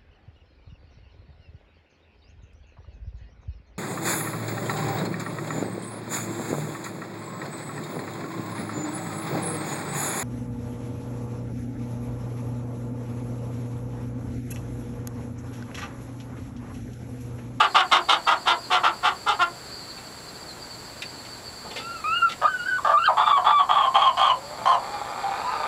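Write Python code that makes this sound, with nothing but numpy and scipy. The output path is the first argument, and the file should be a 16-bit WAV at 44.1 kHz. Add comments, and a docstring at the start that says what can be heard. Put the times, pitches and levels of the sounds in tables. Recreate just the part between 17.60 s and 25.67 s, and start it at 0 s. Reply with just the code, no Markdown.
"""Hens in a small wire-fronted wooden coop. From the start, air noise, an electrical hum and whine and
distant chicks lie under a fast run of hoarse clucks: syrinx pulses filtered by the throat. A nearer chick
peeps, and in a pause beaks and feet knock on the cage. The syrinx then locks into thin squeals, catches
in croaks and, driven harder, breaks into harsh squawks. Low moans and a rasping growl come last.
Throughout, the box reverberates and an automatic gain control ducks each loud call."""
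import sys
import numpy as np
from scipy import signal
from scipy.fft import rfft, irfft, next_fast_len
from scipy.io import wavfile
from scipy.ndimage import uniform_filter1d, map_coordinates

SR = 44100
rng = np.random.default_rng(int(sys.argv[2]) if len(sys.argv) > 2 else 0)


def log_audio(samples):
    """Write samples as a 16-bit WAV file to the path given in sys.argv[1]."""
    # one column per channel
    frames = np.atleast_2d(samples).T
    # limit to full scale, then quantise
    limited = np.clip(frames, -1, 1)
    pcm = np.round(limited * 32767).astype(np.int16)
    wavfile.write(sys.argv[1], SR, pcm)


N = 355887
TIME = np.arange(N) / SR


def amp(db):
    """Decibels to amplitude ratio."""
    return 10 ** (np.asarray(db) / 20)


def unit(x):
    """Normalisation to rms 1."""
    return x / np.sqrt(np.mean(x ** 2) + 1e-20)


def along(points, hz):
    """Interpolation of (frequency_hz, value) points on a log axis."""
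    known_hz, values = np.transpose(points)
    return np.interp(np.log(hz + 1), np.log(known_hz + 1), values)


def curves(rows, t):
    """Linear interpolation in time of each column after the first."""
    times, *columns = np.transpose(rows)
    return [np.interp(t, times, column) for column in columns]


def span(rows, edge_s):
    """The sample times of a call and its trapezoidal gate."""
    t = np.arange(rows[0][0], rows[-1][0], 1 / SR)
    return t, np.clip(np.minimum(t - t[0], t[-1] - t) / edge_s, 0, 1)


def add(track, start_s, x):
    """Superposition of x on the track."""
    part = track[max(round(start_s * SR), 0):][:len(x)]
    part += x[:len(part)]


def phase_of(pitch_hz):
    """Phase in radians, the integral of frequency."""
    return 2 * np.pi * np.cumsum(pitch_hz) / SR


def wobble(rate, size):
    """Smooth random modulation, rate knots a second."""
    knots = rng.standard_normal(size // 8 + 4)
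    return map_coordinates(knots, [np.arange(size) * rate / SR], mode="mirror")


def filtered(x, response):
    """Linear filtering: the spectrum times a frequency response."""
    padded = next_fast_len(len(x) + 8192)
    return irfft(rfft(x, padded) * response(np.fft.rfftfreq(padded, 1 / SR)), padded)[:len(x)]


def resonate(x, modes):
    """Parallel damped resonators of alternating sign: centre_hz, width_hz, gain_db."""
    return filtered(x, lambda f: sum(
        (-1) ** k * amp(db) * 1j * f * width / (hz * hz - f * f + 1j * f * width)
        for k, (hz, width, db) in enumerate(modes)))


def band(x, low_hz, high_hz):
    """Causal band-pass filtering."""
    return signal.sosfilt(signal.butter(3, [low_hz, high_hz], "band", fs=SR, output="sos"), x)


def noise(spectrum, size):
    """Spectral shaping of white noise, at rms 1."""
    return unit(filtered(rng.standard_normal(size), lambda f: amp(along(spectrum, f))))


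def retune(x, ratio):
    """Resampling slides pitch and resonances together by a moving ratio."""
    return unit(map_coordinates(x, [np.cumsum(ratio)], mode="mirror"))


def rasp(pitch_hz, rough, size, jitter, shimmer_db, hiss):
    """Jitter and shimmer: syrinx pulses uneven in time and size, each with a puff of turbulence."""
    cycles = np.cumsum(pitch_hz * np.exp(jitter * rough * wobble(400, size))) / SR
    index = cycles.astype(int)
    strength = amp(shimmer_db * rough * np.clip(rng.standard_normal(size), -2, 2))[index]
    puffs = rng.standard_normal(size) * np.exp(-4 * (cycles % 1))
    return unit(strength * (unit(np.diff(index, prepend=0)) + hiss * rough * unit(puffs)))


# outdoor air and hiss: frequency_hz, relative_density_db
AIR_SPECTRUM = [(20, -16), (55, -0.5), (200, 0), (800, -3), (1500, -6), (3000, -14.5), (4400, -12),
                (5800, -18), (6800, -16.5), (7550, -8), (8600, -21.5), (10500, -18), (12500, -28),
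                (16000, -37)]
# electrical hum and whine: frequency_hz, level_db
HUM_TONES = [(120, -57), (7560, -57.5), (7590, -81), (11489, -67), (15122, -88), (15150, -68.5)]


def background():
    """A continuous spectrum of outdoor air under a line spectrum of electrical tones."""
    tones = sum(amp(db) * np.sin(2 * np.pi * hz * TIME + 0.19 * wobble(4, N)) for hz, db in HUM_TONES)
    return amp(-42.5) * noise(AIR_SPECTRUM, N) + np.sqrt(2) * tones


# loudness of the distant chicks: time_s, level_db
CHORUS_LEVELS = [(0, -44), (2.3, -45.5), (2.9, -45.5), (4, -45), (5.8, -50), (6.9, -47), (8.07, -47)]


def chicks(count=1000, typical_hz=4605):
    """Incoherent summation: quavering peeps, each a falling arch, merge into a distant chorus."""
    out = np.zeros(N)
    for when, (tune, size, stretch) in zip(rng.random(count), rng.standard_normal((count, 3))):
        length_s = .05 * np.exp(0.27 * stretch)
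        progress = np.arange(0, 1, 1 / (SR * length_s))
        quaver = .02 * np.sin(2 * np.pi * 5 * progress)
        arch = 1 - 0.337 * (progress - .35) ** 2
        pitch_hz = typical_hz * (1 + .028 * tune + quaver) * arch
        add(out, when * N / SR, amp(2.3 * size) * np.sin(np.pi * progress) * np.sin(phase_of(pitch_hz)))
    return amp(curves(CHORUS_LEVELS, TIME)[0] + wobble(3.7, N)) * unit(out)


# clucks: start_s, rise_s, length_s, pitch_hz, roughness (0-1), relative_level_db, brightness_db
CLUCK_CALLS = [(0, 0.00067, 0.053, 385.2, 0.91, -19.5, -5), (0.143, 0.011, 0.064, 374.4, 0.73, -15.5, -3.5),
               (0.309, 0.014, .059, 347, 0.86, -16.5, -2), (.482, 0.013, 0.063, 344.6, 0.91, -18, 0),
               (0.661, .016, .072, 341.4, 0.91, -19, -5.5), (0.854, 0.025, .066, 346.5, 0.8, -17.5, -3),
               (1.1, 0.021, 0.07, 369, 0.77, -18, -4), (1.231, .01, .048, 347.6, .85, -17, -8),
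               (1.425, 0.024, 0.064, 373, 0.69, -18, -5), (1.66, 0.023, .062, 400, .88, -23.5, -2.5),
               (1.788, 0.033, 0.037, 361.5, 0.42, -14, -7)]
# low, upper (at full gape) and shrill resonances: centre_hz, width_hz, gain_db
CLUCK_LOW_FORMANTS = [(832, 336, -2.5), (1280, 560, -1)]
CLUCK_HIGH_FORMANTS = [(2126, 38, 4), (3000, 400, 3.5), (3730, 537, 3), (5790, 730, -11.5),
                       (7600, 2800, -19)]
CLUCK_EDGE_FORMANTS = [(5530, 450, -16), (6800, 500, -1), (8900, 430, 8), (12800, 3700, -15)]


def clucks():
    """Source and filter: hoarse bursts of pulses excite formants, the upper ones more with effort."""
    out, t = np.zeros(N), np.arange(SR // 5) / SR
    for start_s, rise_s, length_s, pitch_hz, rough, level_db, bright_db in CLUCK_CALLS:
        attack = np.minimum(0.079 + 0.81 * t / rise_s, 1)
        release = np.minimum(amp(-480 * (t - length_s)), 1)
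        effort = attack * release * amp(-45 * t)
        arch = 1 - .04 * np.minimum((2 * t / length_s - 1) ** 2, 1)
        pulses = rasp(pitch_hz * arch, rough ** 2, len(t), jitter=.125, shimmer_db=4, hiss=.65)
        low = unit(band(resonate(pulses, CLUCK_LOW_FORMANTS), 130, 2000))
        chest = amp(bright_db - 18) * unit(band(pulses, 236, 1260))
        gape = 1 + 0.013 * bright_db  # a wider beak raises the upper resonances
        formants = [(gape * hz, width, db) for hz, width, db in CLUCK_HIGH_FORMANTS]
        high = unit(band(resonate(pulses, formants), 680, 10500))
        shrill = unit(band(resonate(pulses, CLUCK_EDGE_FORMANTS), 4900, 20000))
        edge = amp(0.76 * bright_db - 20) * effort * shrill
        treble = amp(bright_db + 2.5) * effort ** 2 * (high + edge)
        add(out, start_s, amp(level_db) * (effort * (low + chest) + treble))
    return out


# peeps of a nearer chick: start_s, level_db
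PEEP_CALLS = [(1.021, -43), (2.2, -48), (2.87, -42), (3.53, -50)]


def peeps(length_s=0.065, top_hz=4400, fall_hz_per_s=6500):
    """Linear chirps: single falling notes stand out from the chorus."""
    out, t = np.zeros(N), np.arange(0, length_s, 1 / SR)
    envelope = np.sqrt(2) * np.sin(np.pi * t / length_s)
    for start_s, level_db in PEEP_CALLS:
        pitch_hz = (top_hz - fall_hz_per_s * t) * (1 + 0.014 * wobble(148, len(t)))
        add(out, start_s, amp(level_db) * envelope * np.sin(phase_of(pitch_hz)))
    return out


# blows on the cage: start_s, level_db, relative_thud_db, t60_s
CAGE_BLOWS = [(2.374, -41, -13, 0.072), (3.022, -64, 15, 0.29), (3.42, -19.5, -27, 0.036),
              (3.649, -41, -9, 0.077), (4.048, -52.5, 14, 0.22), (4.109, -36, -2.5, 0.12),
              (4.158, -29.5, -8, 0.2), (4.175, -39.5, -0.5, 0.2), (4.691, -30, -11, 0.11),
              (4.718, -25, -14, 0.046)]
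# struck wire mesh and boards: frequency_hz, relative_density_db
MESH_SPECTRUM = [(530, -47), (900, -19), (1360, 1), (1470, 16), (1600, 13), (2710, 20), (3250, 15.5),
                 (3600, 21), (4000, 13.5), (5720, 7), (14000, -11.5)]
BOARD_SPECTRUM = [(60, -30), (180, 5), (400, 0), (750, 7), (1500, -6.5), (3000, -83)]


def knocks():
    """Impact and exponential decay: beaks and feet rattle the mesh and thud on the boards."""
    out, t = np.zeros(N), np.arange(SR // 4) / SR
    attack = 1 - np.exp(-t / 0.0013)
    for start_s, level_db, thud_db, t60_s in CAGE_BLOWS:
        blow = noise(MESH_SPECTRUM, len(t)) + amp(thud_db) * noise(BOARD_SPECTRUM, len(t))
        add(out, start_s, amp(level_db - 60 * t / t60_s) * attack * blow)
    return out


# one contour for each squeal: time_s, pitch_hz, relative_level_db, relative_overtone_db
SQUEAL_CONTOURS = [
    [(4.2, 1307, -40, -7), (4.324, 1396, -41, -9), (4.41, 1277, -41, -12)],
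    [(4.44, 1224, -28, -8), (4.452, 1223, -29, -7), (4.572, 1420, -18, -9), (4.602, 1394, -24, -8),
     (4.624, 1379, -10, -20.5), (4.662, 1382, -19, -22), (4.676, 1318, -30, -13), (4.69, 1190, -31, -12)],
    [(4.845, 1187, -16.5, -25), (4.865, 1225, -15.5, -25), (4.875, 1513, -27, -22), (4.897, 1524, -22, -26),
     (5.023, 1430, -35.5, -9), (5.055, 1470, -28.5, -19), (5.085, 1562, -26, -28),
     (5.131, 1486, -23, -15.5), (5.171, 1526, -27.5, -28), (5.187, 1057, -32.5, -23), (5.2, 1020, -28, -31)],
    [(5.333, 1220, -19, -28), (5.369, 1148, -18, -28), (5.389, 1411, -24, -11), (5.409, 1315, -23, -16),
     (5.455, 1530, -20.5, -6), (5.467, 1365, -23, -11), (5.479, 1270, -14.5, -25), (5.488, 1160, -20, -28)],
]


def squeals(crack_hz_per_s=11800):
    """Self-sustained oscillation: the syrinx holds one high tone, which cracks where it slides fast."""
    out = np.zeros(N)
    for contour in SQUEAL_CONTOURS:
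        t, gate = span(contour, edge_s=0.0013)
        pitch_hz, level_db, overtone_db = curves(contour, t)
        slide = np.abs(uniform_filter1d(np.gradient(pitch_hz, t), size=SR // 50))
        rough = np.minimum(0.035 + slide / crack_hz_per_s, 1)
        tremble = .055 * rough * wobble(330, len(t)) + .008 * wobble(50, len(t))
        flutter = amp(4.3 * rough * wobble(222, len(t)))
        phase = phase_of(pitch_hz * (1 + tremble))
        overtones = np.sin(2 * phase) + amp(-23.5 + 26.5 * rough) * np.sin(3 * phase)
        tone = np.sin(phase) + amp(overtone_db - 0.3) * overtones
        add(out, t[0], np.sqrt(2) * gate * flutter * amp(level_db + 1.05) * tone)
    return out


# croaks that lead into a squeal: start_s, length_s, level_db
CROAK_CALLS = [(4.815, 0.038, -21), (5.244, 0.079, -17.5)]
# throat resonances: centre_hz, width_hz, gain_db
CROAK_FORMANTS = [(650, 94, 1), (1174, 200, 3), (1760, 165, -9.5), (2840, 360, -26.5), (3730, 360, -29)]


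def croaks(pitch_hz=290, release_db_per_s=900):
    """Aperiodic onset: the voice catches in a low rattle before the tone takes hold."""
    out, t = np.zeros(N), np.arange(SR // 5) / SR
    for start_s, length_s, level_db in CROAK_CALLS:
        effort = np.minimum(t / .002, 1) * amp(-release_db_per_s * np.maximum(t - length_s, 0))
        pulses = rasp(pitch_hz, 1, len(t), jitter=.2, shimmer_db=3, hiss=.6)
        voice = unit(band(resonate(pulses, CROAK_FORMANTS), 450, 5100))
        add(out, start_s, amp(level_db) * effort * voice)
    return out


# squawks: start_s, length_s, top_pitch_hz, relative_level_db, brightness_db, edge_db
SQUAWK_CALLS = [(5.482, 0.0192, 1093, -19, -36, -40), (5.568, 0.2, 1188, -19.5, -12.5, -30),
                (5.762, 0.02, 1121, -20, -17, -38), (5.843, 0.17, 1180, -18, -13, -35),
                (6.089, 0.17, 1131, -20.5, -9.5, -32), (6.339, .155, 1106, -20.5, -7.5, -25.5),
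                (6.569, 0.14, 1096, -21, -7, -24), (7.055, 0.092, 1079, -19, -15, -22.5)]
# moments when a squawk locks into a clear tone: start_s, length_s
TONE_LOCKS = [(5.644, 0.014), (5.73, 0.032), (5.929, 0.0494)]
# throat, beak and shrill resonances at the rest pitch: centre_hz, width_hz, gain_db
SQUAWK_LOW_FORMANTS = [(622, 99, -7), (808, 103, 3), (1146, 131, 5.5), (1780, 600, -32)]
SQUAWK_HIGH_FORMANTS = [(2460, 670, 5), (3350, 91, 22), (4500, 250, -12), (7700, 13000, -24)]
SQUAWK_EDGE_FORMANTS = [(4450, 200, 7.5), (6660, 540, -4), (9300, 1400, -10)]


def squawks(rest_hz=1140, release_db_per_s=348, lock_edge_s=.015):
    """Subharmonics: driven harder, the tone breaks into uneven pulses at a third of its pitch."""
    out, t = np.zeros(N), np.arange(SR // 3) / SR
    inside_s = np.max([np.minimum(TIME - s, s + length - TIME) for s, length in TONE_LOCKS], axis=0)
    locked = np.clip(inside_s / lock_edge_s + 1, 0, 1)
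    onset, swell = np.minimum(t / .002, 1), np.interp(t, [0, 0.017], [0.72, 1])
    settling = .46 + .54 * np.exp(-t / .085)  # starts fully rough, settles towards a tone
    for start_s, length_s, top_hz, level_db, bright_db, edge_db in SQUAWK_CALLS:
        effort = swell * amp(-release_db_per_s * np.maximum(t - length_s, 0))
        crest_s = .45 * length_s
        pitch_hz = top_hz * (1 - .045 * np.minimum((t / crest_s - 1) ** 2, 2))
        rough = settling + (.08 - settling) * np.interp(start_s + t, TIME, locked)
        broken = np.sin(np.pi / 2 * np.clip(rough, 0, 1)) ** 2  # flips quickly from clear to broken
        phase = phase_of(pitch_hz * (1 + (.007 + .042 * broken) * wobble(350, len(t))))
        pulses = rasp(rest_hz / 3, 1, len(t), jitter=0.14, shimmer_db=3.5, hiss=0.45)
        tuning = pitch_hz / rest_hz
        throat = retune(band(resonate(pulses, SQUAWK_LOW_FORMANTS), 454, 2620), tuning)
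        beak = retune(band(resonate(pulses, SQUAWK_HIGH_FORMANTS), 1370, 10200), tuning)
        edge = retune(band(resonate(pulses, SQUAWK_EDGE_FORMANTS), 4000, 12400), tuning)
        clear = np.sqrt(2 * (1 - broken ** 2)) * amp(3 * broken * wobble(160, len(t)))
        overtones = amp(-6.5) * np.sin(3 * phase) + amp(-10) * (1 - broken) ** 2 * np.sin(2 * phase)
        low = broken * throat + clear * np.sin(phase)
        high = np.sqrt(broken) * beak + clear * overtones
        treble = effort * (amp(bright_db) * high + amp(edge_db) * broken * edge)  # dulls as it dies
        add(out, start_s, onset * effort * amp(level_db + 3.5) * (low + treble))
    return out


# moans: start_s, length_s, first_pitch_hz, last_pitch_hz, level_db
MOAN_CALLS = [(6.762, 0.3, 538, 689, -39.5), (7.63, 0.073, 799, 830, -26.5),
              (7.837, 0.078, 984, 1018, -26.5), (7.874, 0.114, 1234, 1255, -36.5)]


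def moans():
    """Frequency glides: soft, nearly pure notes that rise ever faster."""
    out = np.zeros(N)
    for start_s, length_s, first_hz, last_hz, level_db in MOAN_CALLS:
        t, gate = span([[start_s], [start_s + length_s]], edge_s=0.012)
        pitch_hz = first_hz + (last_hz - first_hz) * ((t - start_s) / length_s) ** 1.3
        phase = phase_of(pitch_hz * (1 + 0.017 * wobble(145, len(t))))
        tone = np.sin(phase) + amp(-25) * np.sin(2 * phase)
        add(out, start_s, gate * amp(level_db + 1.6 * wobble(85, len(t))) * tone)
    return out


# swell of the growl: time_s, level_db
GROWL_LEVELS = [(6.78, -46.5), (7.012, -37), (7.174, -37.5), (7.562, -32), (7.854, -31.5), (8.07, -28.5)]
# opening of the throat: time_s, tuning_ratio
GROWL_TUNING = [(6.8, 0.93), (7.3, 0.97), (7.65, 0.97), (7.9, 1.1), (8.07, 0.97)]
# throat resonances at ratio 1: centre_hz, width_hz, gain_db
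GROWL_FORMANTS = [(520, 1200, -49), (810, 177, 6), (1245, 130, 3), (1446, 100, 0.5), (2420, 300, -8.5),
                  (3540, 410, -12)]


def growl(rest_hz=145):
    """Pulse register: slow creaking pulses, whose rate and formants rise as the throat opens."""
    t, gate = span(GROWL_LEVELS, edge_s=0.0031)
    level_db = curves(GROWL_LEVELS, t)[0]
    tuning = curves(GROWL_TUNING, t)[0]
    pulses = rasp(rest_hz, 1, len(t), jitter=.35, shimmer_db=2.5, hiss=.6)
    voice = retune(band(resonate(pulses, GROWL_FORMANTS), 160, 5000), tuning)
    out = np.zeros(N)
    add(out, t[0], amp(level_db) * gate * voice)
    return out


# reverberation time of the coop: frequency_hz, t60_s
COOP_DECAY = [(200, 0.35), (1000, 0.15), (3000, 0.11), (9000, 0.035)]
# modes of the box: centre_hz, width_hz, gain_db
BOX_MODES = [(490, 69, 9.5), (752, 10, -9.5), (867, 14.3, 12.5), (1083, 41, -3), (1217, 41, 10),
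             (1393, 66, 13), (1568, 8.7, -74), (2038, 32, 11), (2700, 53, -24)]


def coop(x, wet_db, ring_db):
    """Reverberation and normal modes: close walls answer, differently as birds move, and the box rings."""
    echo, hop = np.zeros(N), SR // 3
    for centre in range(0, N, hop):  # crossfade from one random tail to the next
        hz, t, spectra = signal.stft(rng.standard_normal(SR // 3), SR, nperseg=256)
        decay = amp(-60 * t / along(COOP_DECAY, hz)[:, None])
        tail = signal.istft(spectra * decay, SR, nperseg=256)[1]
        first = max(centre - hop, 0)
        piece = x[first:centre + hop]
        share = np.clip(1 - np.abs(first + np.arange(len(piece)) - centre) / hop, 0, 1)
        add(echo, first / SR + .002, signal.fftconvolve(piece * share, tail / np.linalg.norm(tail)))
    ring = amp(ring_db) * resonate(x, BOX_MODES)
    return (x + amp(wet_db) * echo + ring) / np.sqrt(1 + amp(wet_db) ** 2)


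def scene():
    """Superposition of birds, coop and background; clucks and knocks ring the box most."""
    transients = coop(amp(1.5) * clucks() + knocks(), wet_db=0.5, ring_db=-1)
    voices = croaks() + squeals() + amp(1) * squawks() + growl() + moans() + chicks() + peeps()
    return (transients + coop(voices, wet_db=-4, ring_db=-11) + background())[None]


def record(dry, averaging_s=0.025, knee_db=-16, ceiling=.75, top_hz=15750):
    """Dynamic compression: gain control ducks loud calls, then peaks are rounded and the band limited."""
    pole = np.exp(-1 / (averaging_s * SR))
    power = signal.lfilter([1 - pole], [1, -pole], dry[0] ** 2)
    ducked = dry[0] * (1 + power / amp(knee_db) ** 2) ** -.4
    rounded = ducked / (1 + (ducked / ceiling) ** 4) ** .25
    return filtered(rounded, lambda hz: hz < top_hz)[None]


dry = scene()
out = record(dry)
log_audio(out)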